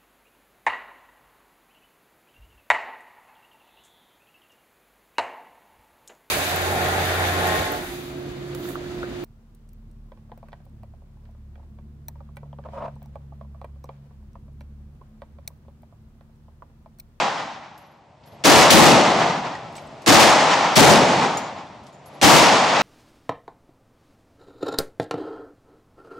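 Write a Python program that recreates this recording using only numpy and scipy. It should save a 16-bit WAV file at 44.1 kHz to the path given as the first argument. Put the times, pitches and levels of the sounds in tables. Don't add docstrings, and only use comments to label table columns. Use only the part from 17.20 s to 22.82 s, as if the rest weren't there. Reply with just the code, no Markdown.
import sys
import numpy as np
from scipy import signal
from scipy.fft import rfft, irfft, next_fast_len
from scipy.io import wavfile
from scipy.ndimage import uniform_filter1d, minimum_filter1d, map_coordinates

SR = 44100
rng = np.random.default_rng(int(sys.argv[2]) if len(sys.argv) > 2 else 0)


def wrap_up_sound(samples):
    columns = np.atleast_2d(samples).T
    tamed = np.clip(columns, -1, 1)
    steps = np.round(tamed * 32767).astype(np.int16)
    wavfile.write(sys.argv[1], SR, steps)


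N = 247842
MATURE_S = 0.6
TOP_HZ = 15870

# [t/s, level/dB common to all parts, gun]; a negative t leaves only the tail
SHOT_LIST = [(-.55, -19.5, "far"), (1.237, -15.5, "far"), (1.504, -22.5, "near"), (2.860, -15.5, "far"),
             (3.555, -26, "near"), (5.012, -15, "far")]
GUN_PARTS = {"near": (-1.5, 23, -0.0071, 50, 38.5, 49, 30.5),
             "far": (-11.5, 10, 0.01, 34.5, 31.5, 37, 24.5)}


def shots():
    out = np.zeros((2, N))
    t = np.arange(2 * SR) / SR
    for start_s, level_db, gun in SHOT_LIST:
        bass_db, booth_db, rise_s, crack_db, boom_db, thump_db, wall_db = GUN_PARTS[gun]
        front = (1 - np.exp(-t / np.clip(rise_s, 1e-4, 1))) ** 3
        blast = crack(t, crack_db) + boom(t, boom_db) + thump(t, thump_db)
        hall = roar(len(t), bass_db, booth_db) + drone(t) + far_wall(t, wall_db)
        add(out, start_s, amp(level_db) * front * (blast + hall))
    return out


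# [f/Hz, relative density/dB]
CRACK_COLOUR = [(300, -23), (2000, -2.5), (5500, -4), (9000, -10.5), (16000, -25)]
# [f/Hz, left-right correlation, clipped to -1..1]
EARLY_LIKENESS = [(60, -0.18), (180, -1.6), (550, 0.82), (1650, -0.24), (4970, 0.92), (15000, 0.38)]


def crack(t, level_db):
    return amp(level_db - 60 * t / 0.23) * hiss(CRACK_COLOUR, len(t), EARLY_LIKENESS)


def far_wall(t, level_db, delay_s=0.135):
    late_s = np.maximum(t - delay_s, 0)
    envelope = amp(level_db - 60 * late_s / 0.3) * (1 - np.exp(-late_s / 0.0033))
    return envelope * hiss(CRACK_COLOUR, len(t), EARLY_LIKENESS)


# [f/Hz, relative density/dB]
BOOM_COLOUR = [(40, -32), (120, 4), (220, -4), (350, 5), (600, -38.5), (1200, -38)]


def boom(t, level_db):
    envelope = amp(level_db - 60 * t / 0.48) * (1 - np.exp(-t / 0.0096)) ** 2
    return envelope * hiss(BOOM_COLOUR, len(t))


def thump(t, level_db, delay_s=0.056, centre_hz=299.6, width_s=0.011):
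    hz = centre_hz * rng.normal(1, 0.061)
    tone = np.sin(2 * np.pi * (hz * t + rng.random()))
    return amp(level_db) * np.exp(-((t - delay_s) / width_s) ** 2) * tone


# [f/Hz, relative density/dB]
ROAR_COLOUR = [(18, -74.5), (30, -41), (106, -12.5), (153, -4), (227, -5.5), (382, -11), (842, -2.5),
               (1250, -10), (1600, -15), (1860, -14.5), (5650, -25), (7230, -29.5), (11000, -49.5),
               (14300, -94.5), (22000, -120)]
# [f/Hz, t60/s]
HALL_T60 = [(60, 2), (250, 0.78), (800, 1.252), (2500, 1.17), (6000, 1.033), (11000, 0.82)]
# [f/Hz, time constant/s]
HALL_SWELL = [(100, 0.019), (800, 0.035), (4000, 0.018)]


def roar(size, bass_db, booth_db):
    hz, t, bins = signal.stft(hiss(ROAR_COLOUR, size), SR, nperseg=128)
    decay = amp(-60 * (t - MATURE_S) / along(HALL_T60, hz)[:, None])
    swell = 1 - np.exp(-t / along(HALL_SWELL, hz)[:, None])
    booth = 1 + amp(booth_db - 60 * t / 1.01)
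    even = signal.istft(bins * decay * swell * booth, SR, nperseg=128)[1][:, :size]
    lumps = amp(1.1 * wobble(25.1, size))
    return lumps * filtered(even, lambda f: amp(bass_db / (1 + (f / 400) ** 2)))


# [f/Hz, relative density/dB]
DRONE_COLOUR = [(180, -32), (300, 2.5), (378, -22), (790, 3.5), (1380, -42), (1510, -29), (2000, -18.5),
                (2600, -55.5), (4400, -120)]


def drone(t, t60_s=1.6):
    return amp(-15.5 - 60 * (t - MATURE_S) / t60_s) * hiss(DRONE_COLOUR, len(t))


# [t/s, tick level/dB, ring f/Hz, ring level/dB, landing]
CASE_LIST = [(.577, -48, 11450, -57.5, "free"), (1.058, -53, 11400, -61.5, "free"),
             (1.986, -30, 9000, -60, "dull"), (2.351, -34, 1900, -28, "dull"),
             (2.525, -48, 8000, -61, "dull"), (2.553, -36, 5480, -46, "dull"),
             (2.564, -37, 7970, -42, "dull"), (2.58, -37, 2300, -42, "dull"),
             (2.615, -54, 11400, -68, "free"), (2.669, -73, 8000, -52, "dull"),
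             (2.818, -41, 5800, -49, "dull"), (3.43, -48, 11000, -56, "free"),
             (4.171, -25.5, 6960, -40.5, "free"), (4.23, -53, 7000, -63, "free"),
             (4.467, -55, 3530, -39, "dull"), (4.634, -52, 11000, -70, "free"),
             (4.666, -42.5, 4500, -62, "dull"), (4.726, -51, 7000, -65, "free"),
             (4.857, -44.5, 11200, -56, "free")]
LANDING_T60 = {"free": .4, "dull": 0.039}


def cases():
    out = np.zeros((2, N))
    t = np.arange(SR) / SR
    for start_s, tick_db, ring_hz, ring_db, landing in CASE_LIST:
        ring = case_ring(t, ring_hz, ring_db, LANDING_T60[landing])
        add(out, start_s, case_tick(t, tick_db, ring_hz) + ring)
    return out


# [f/tick centre, relative density/dB]
TICK_COLOUR = [(.2, -29), (.6, -1), (1, -1), (1.6, -3), (3, -12), (6, -67)]


def case_tick(t, level_db, ring_hz):
    centre_hz = 5000 * (ring_hz / 7000) ** 0.45
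    colour = [(ratio * centre_hz, db) for ratio, db in TICK_COLOUR]
    decay = amp(-60 * t / 0.012) + amp(-8.5 - 60 * t / 0.14)
    return amp(level_db) * (1 - np.exp(-t / 0.0016)) * decay * hiss(colour, len(t))


# [f/ring f, relative level/dB]
CASE_MODES = [(1.001, 7), (1.3, -22), (1.48, -23), (1.76, -16), (1.92, -17)]


def case_ring(t, hz, level_db, t60_s):
    drift_s = np.cumsum(rng.normal(0, 2e-6, (2, len(t))), axis=1)
    cycles = hz * (t + drift_s)
    modes = 0
    for ratio, db in CASE_MODES:
        if ratio * hz < TOP_HZ:
            modes = modes + amp(db - 60 * t * ratio / t60_s) * np.sin(2 * np.pi * ratio * cycles)
    return amp(level_db + 5.7 * wobble(42, len(t))) * (1 - np.exp(-t / 0.0033)) * modes


# [t/s, level/dB]
BUMP_LIST = [(1.033, -38), (1.07, -38), (1.117, -36), (1.145, -43), (1.20, -47), (4.61, -50), (4.88, -44),
             (4.925, -45), (4.965, -45)]
# [f/Hz, relative density/dB]
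BUMP_COLOUR = [(40, -25), (110, 5), (200, -4), (500, -24), (1000, -29), (5000, -25), (12000, -70)]


def bumps(rise_s=0.006, t60_s=0.075):
    out = np.zeros((2, N))
    t = np.arange(SR // 4) / SR
    for start_s, level_db in BUMP_LIST:
        envelope = amp(level_db - 60 * t / t60_s) * (1 - np.exp(-t / rise_s))
        add(out, start_s, envelope * hiss(BUMP_COLOUR, len(t)))
    return out


# [t/s, hum level/dB]
HUM_LEVEL = [(.7, -58), (1.0, -55.5), (1.06, -51), (1.2, -47), (2.5, -42), (2.75, -42), (4.5, -46),
             (4.8, -49.5), (4.95, -43)]


def background():
    hum_db = np.interp(np.arange(N) / SR, *np.transpose(HUM_LEVEL))
    return amp(hum_db) * ventilation() + rumble(hum_db)


# [f/Hz, relative density/dB]
AIR_COLOUR = [(130, -17), (220, -4), (447, -4.5), (484, -8), (584, 1), (866, -2), (1530, -15.5),
              (5220, -33), (9500, -44), (12400, -69), (20900, -120)]
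# [f/Hz, relative density/dB]
RUSTLE_COLOUR = [(800, -25), (2000, 7), (5000, -1), (8000, -7), (12000, -26.5)]


def ventilation(rustle_db=-12):
    return hiss(AIR_COLOUR, N) + amp(rustle_db) * hiss(RUSTLE_COLOUR, N)


# [f/Hz, relative density/dB]
DUCT_COLOUR = [(12, -83), (20, -52), (49, -11), (108, -9), (156, -12), (230, -18), (300, -53), (510, -120)]
# [f/Hz, level/dB before normalising]
FAN_TONES = [(145.3, -59.5)]


def rumble(hum_db, mean_db=-50.5, follow_db_per_db=0.41, waver_db=5):
    t = np.arange(N) / SR
    tones = 0
    for hz, db in FAN_TONES:
        level = amp(db + waver_db * wobble(3.2, N))
        tones = tones + level * np.sin(2 * np.pi * hz * t + 1.8 * wobble(8.8, N))
    mix = unit(hiss(DUCT_COLOUR, N) + amp(-3.5) * unit(tones))
    return amp(mean_db + follow_db_per_db * (hum_db - hum_db.mean())) * mix


# [f/Hz, left-right correlation]
HALL_LIKENESS = [(60, 0.99), (150, 1), (380, 0.99), (950, 0.93), (2380, 0.69), (5980, 0.77), (15000, 0.15)]
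# [f/Hz, left minus right/dB]
HALL_LEAN = [(60, 1), (180, -0.5), (550, 1.5), (1650, 0.5), (4970, -1), (15000, 0)]


def hiss(spectrum, size, likeness=HALL_LIKENESS):
    def mid_side(hz):
        angle = np.arccos(np.clip(along(likeness, hz), -1, 1)) / 2
        return amp(along(spectrum, hz)) * [np.cos(angle), np.sin(angle)]

    def lean(hz):
        half_db = along(HALL_LEAN, hz) / 2
        return amp([half_db, -half_db])

    mid, side = filtered(rng.standard_normal((2, size)), mid_side)
    return unit(filtered(np.array([mid + side, mid - side]), lean))


def wobble(knots_per_s, size):
    knots = rng.standard_normal(int(size * knots_per_s / SR) + 4)
    return map_coordinates(knots, [np.arange(size) * knots_per_s / SR])


def amp(db):
    return 10 ** (np.asarray(db) / 20)


def unit(x):
    return x / np.sqrt(np.mean(x ** 2) + 1e-20)


def along(points, hz):
    f, v = np.transpose(points)
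    return np.interp(np.log(hz + 1), np.log(f + 1), v)


def filtered(x, response):
    size = next_fast_len(x.shape[-1] + 8192)
    spectrum = rfft(x, size) * response(np.fft.rfftfreq(size, 1 / SR))
    return irfft(spectrum, size)[..., :x.shape[-1]]


def add(out, start_s, sound):
    at = round(start_s * SR)
    piece = sound[:, max(0, -at):][:, :N - max(0, at)]
    out[:, max(0, at):][:, :piece.shape[1]] += piece


def scene():
    return shots() + cases() + bumps() + background()


def limiter(x, ceiling_db, hold_s, release_db_per_s, smooth_s, overreact, settle_s):
    peak_db = 20 * np.log10(np.abs(x).max(axis=0) + 1e-9)
    over_db = np.maximum(peak_db - ceiling_db, 0)
    held_db = -minimum_filter1d(-over_db, max(1, round(hold_s * SR)))
    ramp_db = release_db_per_s * np.arange(N) / SR
    released_db = np.maximum.accumulate(held_db + ramp_db) - ramp_db
    keep = np.exp(-1 / (settle_s * SR))
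    settled_db = signal.lfilter([1 - keep], [1, -keep], released_db)
    cut_db = released_db + overreact * np.maximum(released_db - settled_db, 0)
    return x * amp(-uniform_filter1d(cut_db, max(1, round(smooth_s * SR))))


def widened(x, lift_db, corner_hz):
    mid, side = (x[0] + x[1]) / 2, (x[0] - x[1]) / 2
    side = filtered(side, lambda hz: 1 + (amp(lift_db) - 1) / (1 + 1j * hz / corner_hz))
    return np.array([mid + side, mid - side])


# one row each for left and right, [level/dB]
MIC_LIMIT_DB = [
    [7.5],
    [6],
]
# [f/Hz, relative density/dB]
FLUTTER_COLOUR = [(20, -29), (60, -5), (130, 14), (400, 11), (2000, -16), (8000, -15), (16000, -31)]


def overload(dry):
    def squash(u):
        return u / (1 + np.abs(u) ** 6.88) ** (1 / 6.75)

    top = amp(MIC_LIMIT_DB)
    rest = 0.11 * hiss(FLUTTER_COLOUR, N, [(100, -0.2)])
    return top * (squash(dry / top + rest) - squash(rest))


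def amplifier(hz):
    bass_cut = (1j * hz / (50 + 1j * hz)) ** 3
    presence = 1 + 0.083 * 1j * hz * 5000 / (5500 ** 2 - hz ** 2 + 1j * hz * 5000)
    return bass_cut * presence / (1 + 1j * hz / 8000)


def record(dry):
    level = limiter(overload(dry), ceiling_db=-6.0, hold_s=0.00083, release_db_per_s=105,
                    smooth_s=0.001, overreact=1.0, settle_s=0.0051)
    thin = filtered(widened(level, lift_db=12, corner_hz=200), amplifier)
    return filtered(np.clip(thin, -1, 1), lambda hz: 1 / (1 + (hz / TOP_HZ) ** 300))


dry = scene()
out = record(dry)
wrap_up_sound(out)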